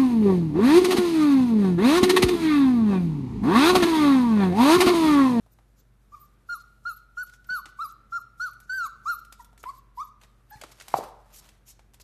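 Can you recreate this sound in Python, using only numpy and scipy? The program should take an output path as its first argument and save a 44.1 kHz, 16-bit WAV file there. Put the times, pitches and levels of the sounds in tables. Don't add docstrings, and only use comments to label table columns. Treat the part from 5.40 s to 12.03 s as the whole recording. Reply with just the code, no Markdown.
import sys
import numpy as np
from scipy import signal
from scipy.fft import rfft, irfft
from scipy.io import wavfile
from scipy.ndimage import uniform_filter1d

SR = 44100
rng = np.random.default_rng(int(sys.argv[2]) if len(sys.argv) > 2 else 0)


def inscribe(sig):
    pcm = np.round(np.clip(np.atleast_2d(sig).T, -1, 1) * 32767)
    wavfile.write(sys.argv[1], SR, pcm.astype(np.int16))


def ratio_of_db(decibels):
    return 10 ** (np.asarray(decibels, float) / 20)


N = 292383
T = np.arange(N) / SR

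# (pitch [Hz], level [dB])
HUM = [(48.4, -60), (96.9, -88.5), (118.4, -70), (209.9, -77.5)]
# (frequency [Hz], level per Hz [dB])
HISS = [(12, -35), (20, -10), (130, -8), (172, -13.5), (974, -27.5), (1360, -24), (1790, -29.5),
        (3100, -36.5), (3660, -35.5), (4560, -39.5), (7910, -40.5), (11600, -39.5), (14500, -43)]

# (time [s], peak [dB], tilt [dB per octave], low knock [dB])
BAR_TICKS = [(0.0624, -73, -8.5, -57), (0.187, -54, -11, -57), (1.8951, -44.5, -1.5, -72),
             (1.936, -43, -2, -75), (2.0433, -48, -3, -75), (2.1027, -48, -9, -50.5),
             (2.2563, -32.5, -4, -56), (3.1312, -43, 1, -71), (3.2014, -35.5, 1.5, -71),
             (3.8484, -42.5, -0.5, -81), (3.924, -31.5, -0.5, -56), (4.045, -40, 0.5, -72),
             (4.1291, -63, -6, -55), (4.177, -43, -1.5, -64), (4.2294, -37, 0.5, -74),
             (4.2374, -34, -15, -47), (4.8132, -43, -4.5, -61), (4.8342, -42, -7.5, -55)]
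# (time [s], peak [dB], tilt [dB per octave], low knock [dB])
FLOOR_TICKS = [(5.213, -29, -3.0, -54.5), (5.2212, -62.5, -9, -63), (5.236, -33, -3.0, -39),
               (5.318, -42, -2.5, -55.5), (5.3991, -33, -3.5, -68.5), (5.4095, -32.5, -4.5, -57),
               (5.4197, -37, -1, -66), (5.4815, -29.5, -0.5, -48), (5.5386, -26.5, -8.5, -64.5),
               (5.639, -42, 5, -65), (6.0887, -41, -2, -60), (6.392, -47.5, -4, -55), (6.5354, -46, 0, -64),
               (6.542, -41, -0.5, -71), (6.599, -42.5, -1, -55.5)]

# (time [s], length [s], level [dB])
PUFFS = [(0.092, 0.06, -72.5), (0.348, 0.071, -69.5), (0.687, 0.2, -70.5), (1.166, 0.058, -62),
         (1.534, 0.067, -66.5), (1.846, 0.048, -62), (2.468, 0.058, -62), (2.792, 0.037, -67),
         (3.768, 0.038, -61), (4.299, 0.095, -63.5), (4.65, 0.045, -69), (5.914, 0.07, -49),
         (5.976, 0.025, -49), (6.249, 0.076, -50), (6.599, .024, -54), (4.176, 0.048, -62),
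         (1.903, 0.061, -63), (5.308, 0.023, -53), (5.549, 0.045, -43.5), (3.972, 0.062, -62),
         (0.924, 0.021, -78), (2.257, 0.052, -61.5), (3.21, 0.049, -68)]
# (time [s], length [s], first pitch [Hz], last pitch [Hz], level [dB])
WHISTLES = [(.115, 0.028, 13700, 13600, -61), (0.366, 0.047, 14000, 13300, -63),
            (0.792, 0.039, 13900, 13200, -55), (0.806, 0.066, 13300, 13200, -62.5),
            (1.14, 0.048, 12600, 11100, -51.5), (1.487, 0.03, 12300, 11800, -57),
            (1.504, 0.05, 12430, 11500, -50), (1.819, 0.04, 12200, 11730, -49),
            (2.095, .05, 13000, 13400, -71), (2.133, 0.086, 12750, 12400, -48.5),
            (2.435, 0.063, 12700, 11200, -52), (2.754, 0.071, 11930, 12400, -69.5),
            (3.046, 0.079, 12100, 11500, -58), (3.318, 0.074, 12850, 13100, -56),
            (3.352, 0.065, 12300, 12000, -58.5), (3.446, 0.037, 12000, 11700, -51),
            (3.706, 0.068, 13260, 11600, -46)]
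# (time [s], first pitch [Hz], level [dB])
UP_CHIRPS = [
    (1.059, 13200, -64.5),
    (2.063, 13200, -62),
    (4.564, 13200, -64),
    (5.097, 13150, -53.5),
]
# (time [s], first pitch [Hz], level [dB])
DOWN_CHIRPS = [(1.208, 13450, -62), (1.558, 13050, -52.5), (1.855, 13250, -59), (2.515, 13100, -62),
               (2.799, 13050, -58.5), (3.105, 13100, -61), (3.785, 12900, -51.5), (4.019, 13450, -60),
               (4.375, 13300, -58), (4.642, 13000, -52.5)]
# (multiple of the voice pitch, level [dB])
SIDEBANDS = [(-2, -16), (-1, -1), (1, -16)]

# (start [s], crest [s], end [s], level at the crest [dB], mouth opening [0-1])
WHINES = [(0.716, 0.750, 0.806, -40.5, 0), (0.806, 0.82, 0.885, -52.5, .1),
          (1.086, 1.139, 1.187, -29, 0.46), (1.449, 1.482, 1.540, -28.5, 0.28),
          (1.768, 1.819, 1.845, -30, 0.15), (2.086, 2.136, 2.212, -25.5, 0.44),
          (2.385, 2.422, 2.478, -28.5, 0.33), (2.718, 2.769, 2.801, -28.5, 0.2),
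          (2.994, 3.043, 3.105, -26.5, 0.45), (3.652, 3.703, 3.758, -24, 0.26), (3.992, 4, 4.028, -45, 0.5),
          (4.252, 4.298, 4.320, -31.5, 0), (5.108, 5.146, 5.202, -47, .75)]
# (first pitch [Hz], crest pitch [Hz], last pitch [Hz], bend of the climb [power],
# bend of the fall [power]); a bend under 1 is sharp at the crest, over 1 round
TUNES = [(1150, 1225, 1090, 0.72, .2), (1195, 1185, 1160, 0.98, 1.1), (1429, 1408, 1015, 1.28, .8),
         (1347, 1444, 1170, 1.5, 1.106), (1400, 1490, 1210, 1.6, 2), (1444, 1512, 950, 1.4, 1.45),
         (1087, 1387, 1045, 0.97, 1.1), (1363, 1395, 997, 2.1, 1.4), (1353, 1508, 1036, 1.2, 1.4),
         (1058, 1426, 1060, 1.7, 1.52), (1045, 1008, 863, 0.92, 0.62), (966, 1220, 985, 0.368, 0.31),
         (810, 861, 830, 1.9, .45)]
# (swell up to the crest [dB], slump after it [dB], breath against the voice [dB])
EFFORTS = [(13.5, 20, -24), (5, 10, -36), (3.5, 26.5, -30.5), (1.5, 16.5, -29.5), (0, 0, -29.5),
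           (4, 18.5, -29.5), (6, 12, -28.5), (3, 17, -30), (3.5, 19, -27.5), (10, 18, -28.5), (3, 17, -27),
           (8, 12, -22.5), (3, 19, -17)]
# (time [s], pitch [Hz], level [dB])
SHAPED = [
    [(3.288, 1490, -48), (3.298, 1485, -27.5), (3.315, 1500, -28.5), (3.338, 1557, -27.5),
     (3.375, 1544, -28.5), (3.41, 1409, -27), (3.45, 1305, -29), (3.468, 1100, -36), (3.487, 963, -71)],
    [(4.57, 950, -58), (4.577, 950, -40), (4.59, 1016, -35.5), (4.606, 1150, -32.5), (4.622, 1257, -32.5),
     (4.628, 1268, -35), (4.633, 1135, -38), (4.641, 1130, -45), (4.648, 1100, -70)],
]
# (mouth opening [0-1], breath against the voice [dB])
SHAPED_MOUTH_BREATH = [
    (0.48, -32),
    (.15, -25),
]
# (lift of partial 2 [dB], of 3 [dB], of 4 [dB],
# of 5 and up [dB], loss of the upper ones as the pitch sags [dB])
COLOURS = [(3.5, 5, -1.5, 3, 0.5), (-1, -1.5, -3.5, 0, 1), (-0.5, 0.5, -4.5, 1.5, 6), (0.5, 2, -6, -4, 0),
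           (-1.5, -1.5, 1.5, 4, 3), (3, 1.5, -7, -8.5, 6), (0, 1, -7, -1, 2.5), (-5, -4.5, 7, 3, 6),
           (-6, 0, 1.5, -2, 7), (1, -1, 1, 6, 5), (3, 1, -1, -4, 0), (-0.5, 0, -5, 2, 0),
           (3, 3, 7, 7.5, 10), (1, 4, -4, 3, 0), (-1, 7, 1, 8, 3)]
# (frequency [Hz], level [dB])
THROAT = [(900, 3), (1600, -2), (1900, -14), (2500, -31.5), (3100, -40.5), (3700, -32), (4400, -19.5),
          (5000, -28), (5800, -29), (6500, -28), (7400, -33), (8500, -39), (11000, -57), (13500, -53)]
# (frequency [Hz], level per Hz [dB])
BREATH = [(1500, -14), (2600, -8), (4500, -1.5), (6800, 2), (9000, -5.5), (12000, -1.5), (14500, -6)]

# (time [s], # peak [dB], ring pitch [Hz], time to fall 60 dB [s])
KNOCKS = [(5.5407, -6, 758, 0.014), (5.5402, -10, 962, 0.0094), (5.5402, -14, 1110, 0.0099),
          (5.5404, -30.5, 600, 0.0085), (5.5872, -15.5, 530, 0.011), (5.155, -44, 110, 0.035),
          (5.1095, -50, 1600, .02), (5.141, -49, 1660, .04), (5.16, -54, 2300, .015),
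          (5.174, -53, 1900, .015), (5.222, -39, 620, 0.02), (5.237, -33, 1270, 0.013),
          (5.241, -36.5, 600, 0.0182), (5.243, -43, 330, 0.021), (5.545, -39.5, 150, 0.055),
          (5.589, -42, 197, 0.048), (2.105, -50.5, 172, 0.062), (2.262, -55.5, 320, 0.033),
          (4.2385, -29.5, 1300, 0.011)]
# (time [s], level [dB])
SCRAMBLE = [(4.8, -82), (4.818, -64), (4.845, -64), (4.875, -80), (5.05, -84), (5.095, -71), (5.16, -63),
            (5.288, -63.5), (5.455, -62), (5.556, -47.5), (5.685, -57.5), (5.734, -77.5), (6.072, -61),
            (6.2, -77.5)]
# (frequency [Hz], level per Hz [dB])
SCUFF = [(88, -40.5), (150, -11.5), (1260, -6), (1380, -8), (1640, -7), (2140, -8.5), (2740, -10.5),
         (14000, -16.5)]
# (frequency [Hz], level per Hz [dB])
WASH = [(250, -21), (450, -3), (700, -1), (1000, -1), (1300, -7), (1700, -24), (3000, -42)]

# (frequency [Hz], time to fall 60 dB [s], level [dB])
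ROOM = [(200, 0.28, -18.5), (800, 0.36, -22), (1150, .5, -26.5), (1500, 0.55, -26), (3850, 0.33, -18.5),
        (7500, 0.26, -22.5)]
# (frequency [Hz], time to fall 60 dB [s], level [dB])
ROOM_TOP = (12000, .14, -28)
# (delay [s], level [dB])
ECHOES = [
    (0.015, -20.5),
    (.026, -22),
    (.068, -22.5),
    (.095, -25.5),
]
# (pitch [Hz], level at resonance [dB])
ROOM_MODES = [(590, -6), (1160, -12), (1205, -9), (1310, -13), (1368, -10), (1397, -12), (1465, -7),
              (1522, -10)]


def along(hz, table):
    f, v = np.transpose(table)
    return np.interp(np.log(np.maximum(hz, 1)), np.log(f), v)


def noise(spectrum, size=N):
    gain = ratio_of_db(along(np.fft.rfftfreq(size, 1 / SR), spectrum))
    x = irfft(rfft(rng.standard_normal(size)) * gain, size)
    return x / x.std()


def walk(rate):
    k = int(SR / rate)
    held = np.repeat(rng.standard_normal(N // k + 1), k)
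    w = uniform_filter1d(uniform_filter1d(held, k), k)[:N]
    return w / w.std()


def add(out, s, x):
    i = int(s * SR)
    out[i:i + len(x)] += x[:N - i]


def ring(hz, t60, rise_s):
    t = np.arange(int(1.49 * t60 * SR) + 64) / SR
    return np.sin(2 * np.pi * hz * t) * np.exp(-np.log(1000) * t / t60) * (1 - np.exp(-t / rise_s))


def appliances():
    hum = np.zeros(N)
    for hz, db in HUM:
        level = np.sqrt(2) * ratio_of_db(db + 1.2 * walk(5.8))
        hum += level * np.sin(2 * np.pi * np.cumsum(hz * (1 + .015 * walk(3.2))) / SR)
    hiss = noise(HISS)
    treble = signal.sosfilt(signal.butter(2, 2500, "high", fs=SR, output="sos"), hiss)
    bass = hiss - treble
    flickering = bass * ratio_of_db(.8 * walk(5)) + treble * ratio_of_db(1.5 * walk(6) + 1.2 * walk(25))
    return hum + ratio_of_db(-65) * flickering


def claws():
    out, t = np.zeros(N), np.arange(2048) / SR
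    ticks = [(*row, 2.36) for row in BAR_TICKS] + [(*row, 2.6) for row in FLOOR_TICKS]
    for s, db, tilt_db, knock_db, scrape_ms in ticks:
        colour = [(500, -7), (2000, -tilt_db), (4000, -1.5), (8000, tilt_db), (16000, 6.1 * tilt_db)]
        rise = 1 - np.exp(-t * 2000 / scrape_ms)
        scrape_and_rattle = np.exp(-t * 1000 / scrape_ms) + 0.38 * np.exp(-t / 0.011)
        add(out, s, ratio_of_db(db - 6) * noise(colour, size=len(t)) * rise * scrape_and_rattle)
        thud = noise([(120, -15), (300, -7.0), (900, 1.0), (2500, -26.5)], size=len(t))
        add(out, s, ratio_of_db(knock_db) * thud * np.exp(-t / 0.0068))
    return out


def patchy_air():
    spectrum, hz = rfft(noise(BREATH)), np.fft.rfftfreq(N, 1 / SR)
    edges = [0, 3300, 5200, 7600, 10500, SR]
    air = np.zeros(N)
    for low, high in zip(edges, edges[1:]):
        band = irfft(spectrum * ((hz >= low) & (hz < high)), N)
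        air += band * ratio_of_db(2.5 * walk(28))
    return air


def nose(folds, air):
    out, waver = np.zeros(N), walk(300)
    air = np.roll(air, SR) * ratio_of_db(1.3 * walk(200))
    chop = 1
    for multiple, db in SIDEBANDS:
        chop = chop + ratio_of_db(db) * np.abs(folds) * np.exp(1j * multiple * np.angle(folds))
    chirp_s, up_hz, down_hz = .021, 530, 620
    chirps = [(s, chirp_s, hz, hz + up_hz, db) for s, hz, db in UP_CHIRPS]
    chirps += [(s, chirp_s, hz, hz - down_hz, db) for s, hz, db in DOWN_CHIRPS]
    for s, length, first_hz, last_hz, db in WHISTLES + chirps:
        hz = np.linspace(first_hz, last_hz, int(length * SR))
        on = slice(int(s * SR), int(s * SR) + len(hz))
        tone = np.exp(2j * np.pi * np.cumsum(hz * (1 + 0.003 * waver[on])) / SR) * chop[on]
        level = ratio_of_db(db + 2.8 * waver[::-1][on])
        out[on] += level * signal.windows.tukey(len(hz), .7) * tone.imag
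    for s, length, db in PUFFS:
        size = int(1.25 * length * SR)
        add(out, s, ratio_of_db(db) * np.hanning(size) * air[int(s * SR):][:size])
    return out


def short_whine(start, crest, end, db, first_hz, crest_hz, last_hz, climb_bend, fall_bend, swell_db, slump_db):
    t = T[int(start * SR):int(end * SR)]
    to_climb = np.clip((crest - t) / (crest - start), 0, 1) ** climb_bend
    fallen = np.clip((t - crest) / (end - crest), 0, 1) ** fall_bend
    slack_hz, scoop_share, scoop_s = 947, .3, .005
    scoop = scoop_share * max(first_hz - slack_hz, 0) * np.exp(-(t - start) / scoop_s)
    attack_s, attack_db, release_s, release_db = 0.0084, -18.5, 0.021, -23.5
    edges = attack_db * np.clip(1 - (t - start) / attack_s, 0, 1)
    edges += release_db * np.clip(1 - (end - t) / release_s, 0, 1) ** 2
    hz = crest_hz - (crest_hz - first_hz) * to_climb - (crest_hz - last_hz) * fallen - scoop
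    return hz, db - swell_db * to_climb - slump_db * fallen + edges


def calls():
    for (start, crest, end, db, mouth), tune, effort in zip(WHINES, TUNES, EFFORTS):
        swell_db, slump_db, breath_db = effort
        yield start, *short_whine(start, crest, end, db, *tune, swell_db, slump_db), mouth, breath_db
    for table, (mouth, breath_db) in zip(SHAPED, SHAPED_MOUTH_BREATH):
        s, hz, db = np.transpose(table)
        t = T[int(s[0] * SR):int(s[-1] * SR)]
        yield s[0], np.interp(t, s, hz), np.interp(t, s, db), mouth, breath_db


def whines(air):
    out, flow, folds = np.zeros(N), np.zeros(N), np.zeros(N, complex)
    air, waver = air * ratio_of_db(1.8 * walk(400)), walk(200)
    k = np.arange(1, 11)[:, None]
    upper = k > 1
    patchy = np.array([walk(45) for _ in k])
    grit = np.array([np.roll(waver, 5000 * j) for j in k[:, 0]])
    veil = .35
    for (s, hz, db, mouth, breath_db), (*lift_db, sag_db) in zip(calls(), COLOURS):
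        on = slice(int(s * SR), int(s * SR) + len(hz))
        db = uniform_filter1d(db, 200, mode="nearest")
        hz = uniform_filter1d(hz, 300, mode="nearest")
        weak = np.clip((-35 - db.max()) / 12, 0, 1)
        db = db + 2.5 * weak * patchy[0, on]
        phase = 2 * np.pi * np.cumsum(hz * (1 + (.002 + .018 * weak) * waver[on])) / SR

        partial_db = along(k * hz, THROAT)
        partial_db += 3.5 * (mouth - .5) * (k - 1) * hz / 1000
        partial_db += 1.36 * np.minimum(k - 1, 3) * patchy[:, on]
        sag = (np.arange(len(hz)) > hz.argmax()) * (1 - hz / hz.max()) * 8
        partial_db += np.array([0, *lift_db])[np.minimum(k - 1, 4)]
        partial_db -= sag_db * sag * np.clip((k - 1) / 3, 0, 1)
        partial_db += 0.41 * upper * (db - db.max())
        partial_db += upper * (2 + .3 * np.minimum(db.max() - db, 12)) * grit[:, on]

        ragged = (grit[::-1, on] + 1j * grit[:, ::-1][:, on]) / np.sqrt(2)
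        rise_s = .012
        rise = 1 - np.exp(-(np.arange(len(hz)) / SR / rise_s) ** 2)
        shape = np.where(upper, rise * (np.sqrt(1 - veil ** 2) + veil * ragged), 1)
        waves = (shape * np.exp(1j * k * phase)).imag
        voice = np.sqrt(2) * np.sum(ratio_of_db(partial_db) * waves, axis=0)
        out[on] += signal.windows.tukey(len(hz), .12) * ratio_of_db(db) * voice

        flow_db = 0.22 * (db - db.max()) + db.max() + breath_db
        flow[on] = ratio_of_db(flow_db - 6.5 * np.linspace(1, 0, len(hz)))
        folds[on] = np.clip(ratio_of_db(db + 40), 0, 1) * np.exp(1j * phase)
    lead_s, slur_s = 0.0061, 0.063
    slur = int(slur_s * SR / 2)
    flow = np.roll(uniform_filter1d(uniform_filter1d(flow, slur), slur), -int(lead_s * SR))
    return out + flow * air, folds


def knocks():
    out = np.zeros(N)
    for s, db, hz, t60 in KNOCKS:
        add(out, s, ratio_of_db(db + 6.5) * ring(hz, t60, rise_s=0.0011))
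    return out


def scramble():
    s, db = np.transpose(SCRAMBLE)
    grain_db = 1.6 * (walk(68) + 1.7 * walk(900))
    return ratio_of_db(np.interp(T, s, db, -120, -120) + grain_db) * noise(SCUFF)


def wash():
    start_s, level_db, t60 = 5.548, -37.5, .72
    t, out = np.arange(SR) / SR, np.zeros(N)
    fade = ratio_of_db(level_db - 60 * t / t60 + 2.2 * walk(60)[:SR])
    add(out, start_s, fade * (1 - np.exp(-t / .008)) * noise(WASH, size=SR))
    return out


def room(x):
    t, tail = np.arange(SR) / SR, np.zeros(SR)
    table = np.array(ROOM + [ROOM_TOP])
    hz_t60, hz_db = table[:, :2], table[:, ::2]
    for hz in 60 * 2 ** np.arange(0, 8, .5):
        colour = [(hz / 1.6, -60), (hz / 1.19, -3), (hz, 0), (hz * 1.19, -3), (hz * 1.6, -60)]
        band = noise(colour, size=SR)
        t60 = along(hz, hz_t60)
        decay = ratio_of_db(-60 * t / t60) + ratio_of_db(-7 - 60 * t / t60 / 2.1)
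        tail += ratio_of_db(along(hz, hz_db)) * np.sqrt(hz / SR) * band * decay / np.sqrt(np.sum(decay ** 2))
    for s, db in ECHOES:
        add(tail, s, ratio_of_db(db - 9) * np.hanning(10) / 4.5)
    mode_t60 = .95
    for hz, db in ROOM_MODES:
        level = ratio_of_db(db - 10) * 2 * np.log(1000) / (mode_t60 * SR)
        add(tail, 0, level * ring(hz, mode_t60, rise_s=.02)[:SR])
    gap = np.clip(t / 0.0055, 0, 1) ** 2
    return x + signal.fftconvolve(x, tail * gap * ratio_of_db(10))[:N]


def thin_faint_bands(x, top_hz):
    hz, _, z = signal.stft(x, SR, nperseg=1024, noverlap=768)
    frames = z.shape[-1]
    power = uniform_filter1d(np.abs(z) ** 2, size=7, axis=-1)
    band = power[:, :-1].reshape(1, -1, 4, frames).mean(axis=2).repeat(4, axis=1)
    hz = hz[:-1, None]

    low_hz, high_hz = 1650, 5200
    shadow = ratio_of_db(-54.5 - 1.5 * np.log2(np.maximum(hz, 1) / low_hz)) ** 2
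    shadow = shadow * ratio_of_db(5 * rng.standard_normal((128, 1)).repeat(4, axis=0))
    inside = (hz > low_hz) & (hz < high_hz)
    loudest = np.roll(power[:, 16:].max(axis=1, keepdims=True), 5, axis=-1)
    z[:, :-1] *= ~(inside & (band < shadow * loudest))

    sag = np.clip(walk(14)[np.minimum(np.arange(frames) * 256, N - 1)], 0, 3)
    edge_hz = top_hz + 150 - 450 * sag
    gaps = uniform_filter1d(rng.standard_normal((64, frames)), size=7, axis=-1)
    gaps = gaps.repeat(8, axis=0) * np.sqrt(7)
    z[:, :-1] *= (hz < edge_hz) & ~((gaps > 2.1) & (hz > 2800))
    return signal.istft(z, SR, nperseg=1024, noverlap=768)[1][:, :N]


def scene():
    air = patchy_air()
    voice, folds = whines(air)
    puppy = voice + nose(folds, air) + claws() + scramble() + knocks()
    return (room(puppy) + appliances() + wash())[None]


def roll_off(x):
    return signal.sosfilt(signal.butter(12, 15280, fs=SR, output="sos"), x)


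def record(dry):
    bottom_hz, top_hz = 40, 13900
    x = signal.sosfilt(signal.butter(4, bottom_hz, "high", fs=SR, output="sos"), dry)
    x = signal.sosfilt(signal.ellip(8, .2, 60, top_hz, fs=SR, output="sos"), x)
    return roll_off(thin_faint_bands(x, top_hz))


dry = scene()
out = record(dry)
inscribe(out)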